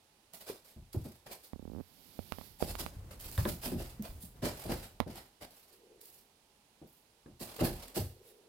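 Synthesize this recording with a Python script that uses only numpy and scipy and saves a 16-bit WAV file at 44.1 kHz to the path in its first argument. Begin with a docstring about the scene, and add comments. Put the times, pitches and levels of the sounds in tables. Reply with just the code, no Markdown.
"""Scuffs, hollow bumps and tiny ticks: kittens scramble over boards, boxes and bedding in a cluttered storeroom.
Paws ring the modes of boards, boxes and card; scuffs and fur are grainy noise strokes, claws short bright noise.
A handheld phone rumbles, creaks and knocks in the grip, made of lumpy low noise and pulses ringing its case.
A finger slides along it as swelling hiss; beneath lie room air, port hiss and a faint drone of filtered noise."""
import sys
import numpy as np
from scipy import signal
from scipy.fft import rfft, irfft, next_fast_len
from scipy.io import wavfile

SR = 44100
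rng = np.random.default_rng(int(sys.argv[2]) if len(sys.argv) > 2 else 0)


def file_out(sig):
    """Save sig as 16-bit WAV at sys.argv[1]."""
    # one column per channel
    cols = np.atleast_2d(sig).T
    # limit, then scale
    lim = np.clip(cols, -1, 1)
    pcm = np.round(lim * 32767).astype(np.int16)
    wavfile.write(sys.argv[1], SR, pcm)


N = 373968
TIME = np.arange(N) / SR

# Likeness of the two ports. Each row: frequency in Hz, left-right correlation from 0 to 1.
PORT_LIKENESS = [(100, 0.98), (500, 0.82), (1200, 0.078), (12000, 0.082)]
# Nearby surfaces ripple the spectrum of each stroke differently: depth, and spacing of the ripple.
RIPPLE_DB, RIPPLE_HZ = 2.8, 130

# Still room air. Each row: frequency in Hz, relative level in dB per Hz.
AIR_COLOUR = [(20, -18), (220, -7.5), (300, -11), (640, -12), (840, -8.5), (1100, -14.5), (4000, -25.5),
              (10000, -19), (16000, -28)]
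# The right port hisses on its own.
HISS_BAND_HZ, HISS_DB = (2130, 5370), -70.5
# A faint far drone that swells. Each row: time in seconds, level in dB.
DRONE_LEVEL = [(5.62, -85), (5.76, -68), (5.93, -63), (6.45, -90.5), (8.2, -65)]
DRONE_HZ, DRONE_WIDTH_HZ = 420, 150

# Paws pushing off on cloth and card.
# Each row: time of the peak in seconds, level in dB, rise in seconds, treble tilt in dB per octave.
PUSHES = [(0.342, -50, 0.014, 2), (.414, -52, 0.017, 1.5), (0.488, -43.5, 0.03, 1), (0.932, -50, .007, 4.5),
          (1.061, -55.5, 0.026, 2.5), (1.323, -45.5, .017, 2.4), (1.448, -53.5, 0.021, 4),
          (2.629, -43.5, 0.045, 3), (2.702, -41.5, 0.045, 2), (2.796, -38.5, 0.019, 2.3),
          (3.112, -50, 0.006, 1), (3.396, -43, 0.02, 1.5), (3.491, -38.5, 0.023, 3.5),
          (3.657, -37, 0.044, 2.5), (3.809, -45.5, 0.038, 1), (4.056, -46, 0.038, -0.5),
          (4.228, -47.5, 0.029, 7.5), (4.457, -33.5, .04, 0), (4.72, -38, 0.043, -0.5),
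          (5.18, -47.5, 0.036, 0.7), (5.424, -47, 0.02, -0.4), (7.427, -42.5, 0.035, 3),
          (7.61, -34.5, 0.027, -0.5), (7.648, -35.5, 0.022, 2.5), (7.97, -36, 0.029, 3),
          (8.291, -57.5, 0.076, 4)]
# Colour of paws and fur on cloth and card. Each row: frequency in Hz, relative level in dB per Hz.
STROKE_COLOUR = [(100, 14), (350, 14), (580, 17), (850, 11.5), (1250, 6.5), (2000, 4.5), (2700, 4.5),
                 (3700, 2.5), (4800, 4.5), (6200, -3.5), (8000, -1), (13500, 0), (16000, -7.5)]
# A push of the reference level dies in PUSH_T60_S; every 10 dB gentler, it lingers LINGER times as long.
PUSH_DB, PUSH_T60_S, LINGER = -46, 0.2, 0.85
# The clutter scatters each stroke back as a faint tail.
SCATTER_DB, SCATTER_T60_S = -8, 0.49
# Above this the phone shades the left port.
SHADE_HZ = 3000

# Claws catching. Each row: start in seconds, level in dB before the trim in claws().
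CLAW_CATCHES = [(0.3359, -35.5), (3.315, -33.5), (3.3783, -28.5), (4.024, -32)]
# Colour of a claw. Each row: frequency in Hz, relative level in dB per Hz.
CLAW_SPECTRUM = [(700, -24), (4000, -10), (14000, 1)]

# Paws landing on boards and boxes.
# Each row: start in seconds, level in dB, centre in Hz, spread in octaves.
LANDINGS = [(0.497, -43, 414, 0.28), (0.762, -49, 111, 1.1), (0.943, -42, 288, 0.65),
            (0.962, -34.5, 109.4, 0.38), (1.049, -47, 243, 1.06), (2.604, -49, 770, 0.6),
            (2.628, -43.5, 150, 2.1), (2.689, -43, 81.6, 1.6), (2.8, -46.5, 201, 2.3),
            (2.963, -44, 94, 0.47), (3.378, -29, 104, 0.72), (3.453, -34.5, 240, 1.13),
            (3.656, -41, 184, 1.2), (3.718, -36.5, 263, 0.51), (3.75, -37.5, 128, 1.13),
            (3.8, -47, 400, 0.86), (3.995, -40, 202, 0.34), (4.088, -43.5, 68.6, 0.54),
            (4.235, -52.5, 182, 0.34), (4.425, -35, 220, 1.16), (4.652, -42.5, 216.7, 1.93),
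            (4.693, -35.5, 238, 1.6), (5.062, -44, 212, 1.2), (6.815, -53.5, 305, 0.94),
            (7.259, -53.5, 202.8, 1.1), (7.406, -47, 266, 1.3), (7.61, -28.5, 264.2, 1.61),
            (7.688, -41.5, 115, 1.7), (7.964, -36, 360, 1.2), (7.987, -35.5, 99.6, 0.4)]
# Ring of the boards and boxes. Each row: frequency in Hz, relative level in dB, 60 dB decay in seconds.
PANEL_MODES = [(42.2, 11.5, 0.5), (74.7, 6, 0.27), (93.1, -3, 0.33), (125.3, -1.5, 0.36), (169, 0.5, 0.09),
               (218.3, 2, 0.064), (265, -3, 0.038), (353.8, 2.5, 0.071), (440, 0, 0.014), (604, 4, 0.021),
               (790, 1, 0.067)]
# Contact at a one-octave spread; a wider landing stays on longer, by this power of its spread.
CONTACT_S, SPRAWL_POWER = 0.018, 0.24
# The narrower the spread against THUD_SPREAD, the more thud; its envelope peaks after THUD_CYCLES.
THUD_SPREAD, THUD_CYCLES = 0.47, 1.39

# Bodies brushing along the bedding, each a run of small random strokes.
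# Each row: start in seconds, end in seconds, level in dB, treble tilt in dB per octave.
FUR_RUNS = [(0.637, .73, -60.5, 3), (0.972, 1.17, -63, 2), (1.272, 1.3, -51.5, -0.5), (3.191, 3.47, -50, 4),
            (3.615, 3.93, -57.5, 2), (4.523, 4.86, -51, 1.5), (5.072, 5.17, -53, -0.1),
            (5.499, 5.73, -62.5, 3), (6.003, 6.2, -60, 6), (6.876, 6.99, -66, 11), (7.473, 7.88, -53.5, 1)]
STROKES_PER_S, STROKE_RISE_S, STROKE_T60_S, STROKE_UNEVEN_DB = 40, .009, 0.23, 2
# Share of the small strokes in which a claw snags, its level above the stroke, its decay.
SNAG_SHARE, SNAG_DB, SNAG_T60_S = .2, 12, 0.008

# Sharp hits on the phone case: the first is the creak's opening slip, the rest are knocks.
# Each row: time of the pulse turning round in seconds, peak in dB, snap in Hz, case ring in dB beside the snap.
CASE_HITS = [(1.534, -24.5, 780, 2), (2.192, -20.5, 535, -5), (2.3225, -16, 988, -16),
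             (2.386, -26.5, 720, -11), (2.413, -30, 826, -14), (2.6261, -11, 527, -17),
             (2.7537, -21, 1044, -22), (2.8637, -19.5, 975, -17), (5.003, -9.5, 828.2, -18),
             (5.011, -19.5, 711, 25)]
# Ring of the phone case. Each row: frequency in Hz, relative level in dB, 60 dB decay in seconds.
CASE_RING = [(89, -0.5, 0.15), (236, 12, 0.022), (483, 7.5, 0.0072)]
# Ring of the small port cavity. Each row: frequency in Hz, relative level in dB.
CAVITY_MODES = [(2900, 28), (11500, 16.5)]
CAVITY_T60_S = 0.00071
# After its opening slip the case creaks in a quickening run: each gap is a share of the one before.
CREAK_START_S, FIRST_GAP_S, GAP_SHARE = 1.559, .035, .885

# A finger sliding by the port. Each row: time in seconds, level in dB.
SLIDE_LEVEL = [(0, -100), (1.5, -80), (2.05, -62.5), (2.46, -57), (3, -106)]
# Hiss of skin on the case. Each row: frequency in Hz, relative level in dB per Hz.
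SKIN_COLOUR = [(200, 7), (1300, -12), (4800, -2.5), (6500, -11), (9000, -10), (12500, 0), (16000, -9)]

# The hand carries the phone over the boards. Each row: time in seconds, rumble level in dB.
CARRY_LEVEL = [(2.3, -78), (2.75, -52.5), (3.3, -49.5), (3.9, -51.5), (4.3, -55), (4.85, -55.5), (5.4, -79)]
# Colour of the handling. Each row: frequency in Hz, relative level in dB per Hz.
HAND_COLOUR = [(55, -2), (130, -10.5), (300, -19), (4000, -41.5)]

# Paws slapping down on card. Each row: start in seconds, peak in dB.
CARD_SLAPS = [(3.378, -29.5), (3.453, -26.5), (4.424, -43), (7.262, -49.5), (7.593, -38.5)]
# Ring of the card. Each row: frequency in Hz, relative level in dB. Each mode dies in CARD_CYCLES cycles.
CARD_RING = [(592, -10), (1040, -6.5), (1280, -6.5), (1700, 0.5), (3700, 7.5)]
CARD_CYCLES = 20

# Upper limit of the sound's band.
CUTOFF_HZ = 16100


def from_db(db):
    """Decibels to gain."""
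    return 10 ** (np.asarray(db) / 20)


def rms_one(x):
    """Scale to unit rms."""
    return x / np.sqrt(np.mean(x ** 2) + 1e-20)


def lean(right_db):
    """Channel gains for a source that favours the right port."""
    return from_db(np.array([[-right_db], [right_db]]) / 2)


def add(out, s, sound):
    """Mix a sound in, starting at time s."""
    start = round(s * SR)
    lo, hi = max(start, 0), min(start + sound.shape[-1], N)
    out[..., lo:hi] += sound[..., lo - start:hi - start]


def at_hz(points, hz):
    """Read a table on a log-frequency axis."""
    f, value = np.transpose(points)
    return np.interp(np.log(hz), np.log(f), value)


def ride(points):
    """Gain that follows a table of times and levels in dB."""
    return from_db(np.interp(TIME, *np.transpose(points)))


def two_ports(mid, side, hz):
    """Blend shared and opposed sound into two ports, as alike as PORT_LIKENESS gives at hz."""
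    alike = np.clip(at_hz(PORT_LIKENESS, hz), 0, 1)
    return np.sqrt(1 + alike) * mid + np.sqrt(1 - alike) * side * [[1], [-1]]


def ring(x, hz, t60):
    """A damped mode: a unit click rings it with height about 1."""
    r, w = from_db(-60 / (t60 * SR)), 2 * np.pi * hz / SR
    return signal.lfilter([0, np.sin(w)], [1, -2 * r * np.cos(w), r * r], x + 1e-18)


def noise(colour, size, tilt_db=0, ripple_db=0):
    """Coloured stereo noise with a random ripple in its spectrum, alike at both ports in the bass; rms 1."""
    n = next_fast_len(size)
    hz = np.maximum(np.fft.rfftfreq(n, 1 / SR), 20)
    mid, side = rfft(rng.standard_normal((2, n)))
    knots = np.arange(0, SR / 2, RIPPLE_HZ)
    ripple = ripple_db * np.interp(hz, knots, rng.standard_normal(len(knots)))
    shape_db = at_hz(colour, hz) + tilt_db * np.log2(hz) + ripple
    return rms_one(irfft(two_ports(mid, side, hz) * from_db(shape_db), n)[:, :size])


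def grain(size, per_s, depth_db):
    """Gain of a surface that catches and lets go at random; rms 1."""
    steps = rng.standard_normal(int(size / SR * per_s) + 2)
    place = np.arange(size) / SR * per_s
    return rms_one(from_db(depth_db * np.interp(place, np.arange(len(steps)), steps)))


def background(air_db=-70):
    """Still room air, the hiss of the right port and a far drone in one broad resonance."""
    air = from_db(air_db) * noise(AIR_COLOUR, N) * lean(right_db=3.0)
    port = signal.butter(2, HISS_BAND_HZ, "band", fs=SR, output="sos")
    air[1] += from_db(HISS_DB) * rms_one(signal.sosfilt(port, rng.standard_normal(N)))
    edges_hz = [DRONE_HZ - DRONE_WIDTH_HZ / 2, DRONE_HZ + DRONE_WIDTH_HZ / 2]
    resonance = signal.butter(2, edges_hz, "band", fs=SR, output="sos")
    drone = rms_one(signal.sosfilt(resonance, noise(AIR_COLOUR, N)))
    return air + ride(DRONE_LEVEL) * drone


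def stroke(db, rise, t60, tilt_db, fibre_db=1.3, catch_db=1.6):
    """A stroke gathers speed from rest, then dies away; fibres catching make it grainy."""
    t = np.arange(-rise, .45, 1 / SR)
    dying = np.hypot(from_db(-60 * t / t60), from_db(SCATTER_DB - 60 * t / SCATTER_T60_S))
    speed = np.where(t < 0, 1 + t / rise, dying)
    fibres = grain(len(t), 900, fibre_db) * grain(len(t), 110, catch_db)
    return from_db(db) * speed * fibres * noise(STROKE_COLOUR, len(t), tilt_db, RIPPLE_DB)


def scuffs():
    """Paws push off on cloth and card, each push one stroke whose decay time follows its force."""
    out = np.zeros((2, N))
    for s, db, rise, tilt_db in PUSHES:
        t60 = PUSH_T60_S * LINGER ** ((PUSH_DB - db) / 10)
        add(out, s - rise, stroke(db, rise, t60, tilt_db))
    return out


def claws(t60=0.0073, tail_db=-17, tail_t60=0.86, level_db=-5):
    """Tiny bright ticks with a faint scatter from the clutter."""
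    out, t = np.zeros((2, N)), TIME[:SR // 4]
    fade = from_db(-60 * t / t60) + from_db(tail_db - 60 * t / tail_t60)
    for s, db in CLAW_CATCHES:
        add(out, s, from_db(db + level_db) * fade * noise(CLAW_SPECTRUM, len(t)))
    return out * lean(right_db=10.0)


def bumps(ring_s=0.025):
    """A neat landing thuds at the pitch of the panel under the paw; a sprawling one stirs the modes around it."""
    out, t = np.zeros((2, N)), TIME[:SR // 2]
    for s, db, centre_hz, spread in LANDINGS:
        contact = CONTACT_S * spread ** SPRAWL_POWER
        push = np.exp(-t / contact / 2)
        boom = np.zeros((2, len(t)))
        for hz, mode_db, t60 in PANEL_MODES:
            mid, side = ring(push * rng.standard_normal((2, len(t))), hz, t60)
            # modes far from the centre are hardly stirred
            reach = 1 / (1 + (np.log2(hz / centre_hz) / spread) ** 2 / 2) ** 2
            boom += from_db(mode_db) * reach * two_ports(rms_one(mid), rms_one(side), hz)
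        cycles = t * centre_hz
        thud = cycles * np.exp(-cycles / THUD_CYCLES) * np.sin(2 * np.pi * cycles)
        thud_share = THUD_SPREAD / spread / (1 + spread ** 2)
        landing = rms_one(boom) + thud_share * rms_one(thud)
        # the level counts over the contact and the ring after it
        add(out, s, from_db(db) * rms_one(landing) * np.sqrt((2 * contact + ring_s) / t[-1]))
    return out


def brushes():
    """Fur drags over the bedding in small, uneven strokes; now and then a claw snags."""
    out, t = np.zeros((2, N)), TIME[:SR // 20]
    for start, end, db, tilt_db in FUR_RUNS:
        for s in np.arange(start, end, 1 / STROKES_PER_S):
            at = s + rng.uniform(-.5, .5) / STROKES_PER_S
            stroke_db = db + rng.normal(0, STROKE_UNEVEN_DB)
            add(out, at - STROKE_RISE_S, stroke(stroke_db, STROKE_RISE_S, STROKE_T60_S, tilt_db))
            snag = from_db(stroke_db + SNAG_DB - 60 * t / SNAG_T60_S) * noise(CLAW_SPECTRUM, len(t))
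            add(out, at, snag * (rng.random() < SNAG_SHARE))
    return out


def case_hit(snap_hz, ring_db, rattle_db=-12, rattle_t60=0.13):
    """One push-pull pulse with the crack of the port and the rattle and ring of the case; peak 1."""
    t = TIME[:SR // 10]
    snap = np.sin(2 * np.pi * snap_hz * t) * (t * snap_hz < 1)
    # the faster the pulse turns round, the harder the small port cavity cracks
    since = np.maximum(t - .5 / snap_hz, 0)
    crack = sum(from_db(db - 60 * since / CAVITY_T60_S) * np.sin(2 * np.pi * hz * since)
                for hz, db in CAVITY_MODES)
    snap = snap + (snap_hz / CAVITY_MODES[0][0]) ** 2 * crack
    # loose parts repeat the pulse in a dying scatter
    scatter = rng.standard_normal(len(t)) * from_db(-60 * t / rattle_t60)
    rattle = signal.fftconvolve(snap, scatter / np.linalg.norm(scatter))[:len(t)]
    body = sum(from_db(db - 60 * t / t60) * np.sin(2 * np.pi * hz * t) for hz, db, t60 in CASE_RING)
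    hit = snap + from_db(rattle_db) * rattle + from_db(ring_db) * body
    return hit / np.abs(hit).max()


def slip_times(count=15):
    """The grip gives way faster and faster, the gaps shrinking geometrically."""
    return CREAK_START_S + FIRST_GAP_S * (1 - GAP_SHARE ** np.arange(count)) / (1 - GAP_SHARE)


def grip(creak_db=-30.5, swell_db_per_s=7, skin_cut_hz=1050, bend_hz=330):
    """Sharp hits and a tightening stick-slip creak travel through the case, almost only to the right port."""
    out = np.zeros(N)
    for s, db, snap_hz, ring_db in CASE_HITS:
        add(out, s - .5 / snap_hz, from_db(db) * case_hit(snap_hz, ring_db))
    # the case bends, so the lows of each slip arrive after its highs: an all-pass
    _, bend = signal.butter(2, bend_hz, fs=SR)
    for s in slip_times():
        # a harder slip is both louder and brighter
        force = from_db(swell_db_per_s * (s - CREAK_START_S) + rng.standard_normal())
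        skin = signal.butter(2, min(skin_cut_hz * force ** 2, SR / 4), fs=SR, output="sos")
        slip = signal.sosfilt(skin, case_hit(snap_hz=350, ring_db=-0.5, rattle_db=-17))
        add(out, s, from_db(creak_db) * force * signal.lfilter(bend[::-1], bend, slip))
    return out * from_db([[-27], [0]])


def finger_slide():
    """Skin hisses along the case, swelling and fading, mostly by the right port."""
    return ride(SLIDE_LEVEL) * noise(SKIN_COLOUR, N) * lean(right_db=12.0)


def hand_rumble(lumpy_db=2.2):
    """The moving hand shakes the phone with a low, lumpy rumble."""
    lumps = grain(N, per_s=38, depth_db=lumpy_db)
    return ride(CARRY_LEVEL) * lumps * noise(HAND_COLOUR, N)


def slaps(crackle_db=-19, crackle_t60=0.15, crackle_cut_hz=1500, contact_cut_hz=30000):
    """A paw knocks the card into its woody ring, duller when gentle; a crackle keeps it going as the card gives."""
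    out, t = np.zeros((2, N)), TIME[:SR // 4]
    dull = signal.butter(2, crackle_cut_hz, fs=SR, output="sos")
    for s, db in CARD_SLAPS:
        crackle = from_db(crackle_db - 60 * t / crackle_t60) * rng.standard_normal((2, len(t)))
        # the contact's bandwidth falls in proportion to the force
        pad = signal.butter(1, min(contact_cut_hz * from_db(db), SR / 4), fs=SR, output="sos")
        click = t == 0
        drive = signal.sosfilt(pad, click + signal.sosfilt(dull, crackle))
        # neighbouring modes start in opposite directions
        knock = sum((-1) ** k * from_db(mode_db) * ring(drive, hz, CARD_CYCLES / hz)
                    for k, (hz, mode_db) in enumerate(CARD_RING))
        add(out, s, from_db(db) * knock / np.abs(knock).max())
    return out


def shaded(x, right_db=5):
    """The lows reach both ports; the treble favours the right one."""
    lows = signal.sosfilt(signal.butter(1, SHADE_HZ, fs=SR, output="sos"), x)
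    return lows + (x - lows) * lean(right_db)


def scene():
    """Everything at the two ports."""
    kittens = shaded(scuffs() + brushes()) + claws() + bumps() + slaps()
    handling = grip() + finger_slide() + hand_rumble()
    return background() + kittens + handling


def record(dry, low_cut_hz=32):
    """The deepest bass is thinned; nothing sounds above CUTOFF_HZ."""
    thinned = signal.sosfilt(signal.butter(2, low_cut_hz, "high", fs=SR, output="sos"), dry)
    return signal.sosfilt(signal.ellip(10, .1, 80, CUTOFF_HZ, fs=SR, output="sos"), thinned)


dry = scene()
out = record(dry)
file_out(out)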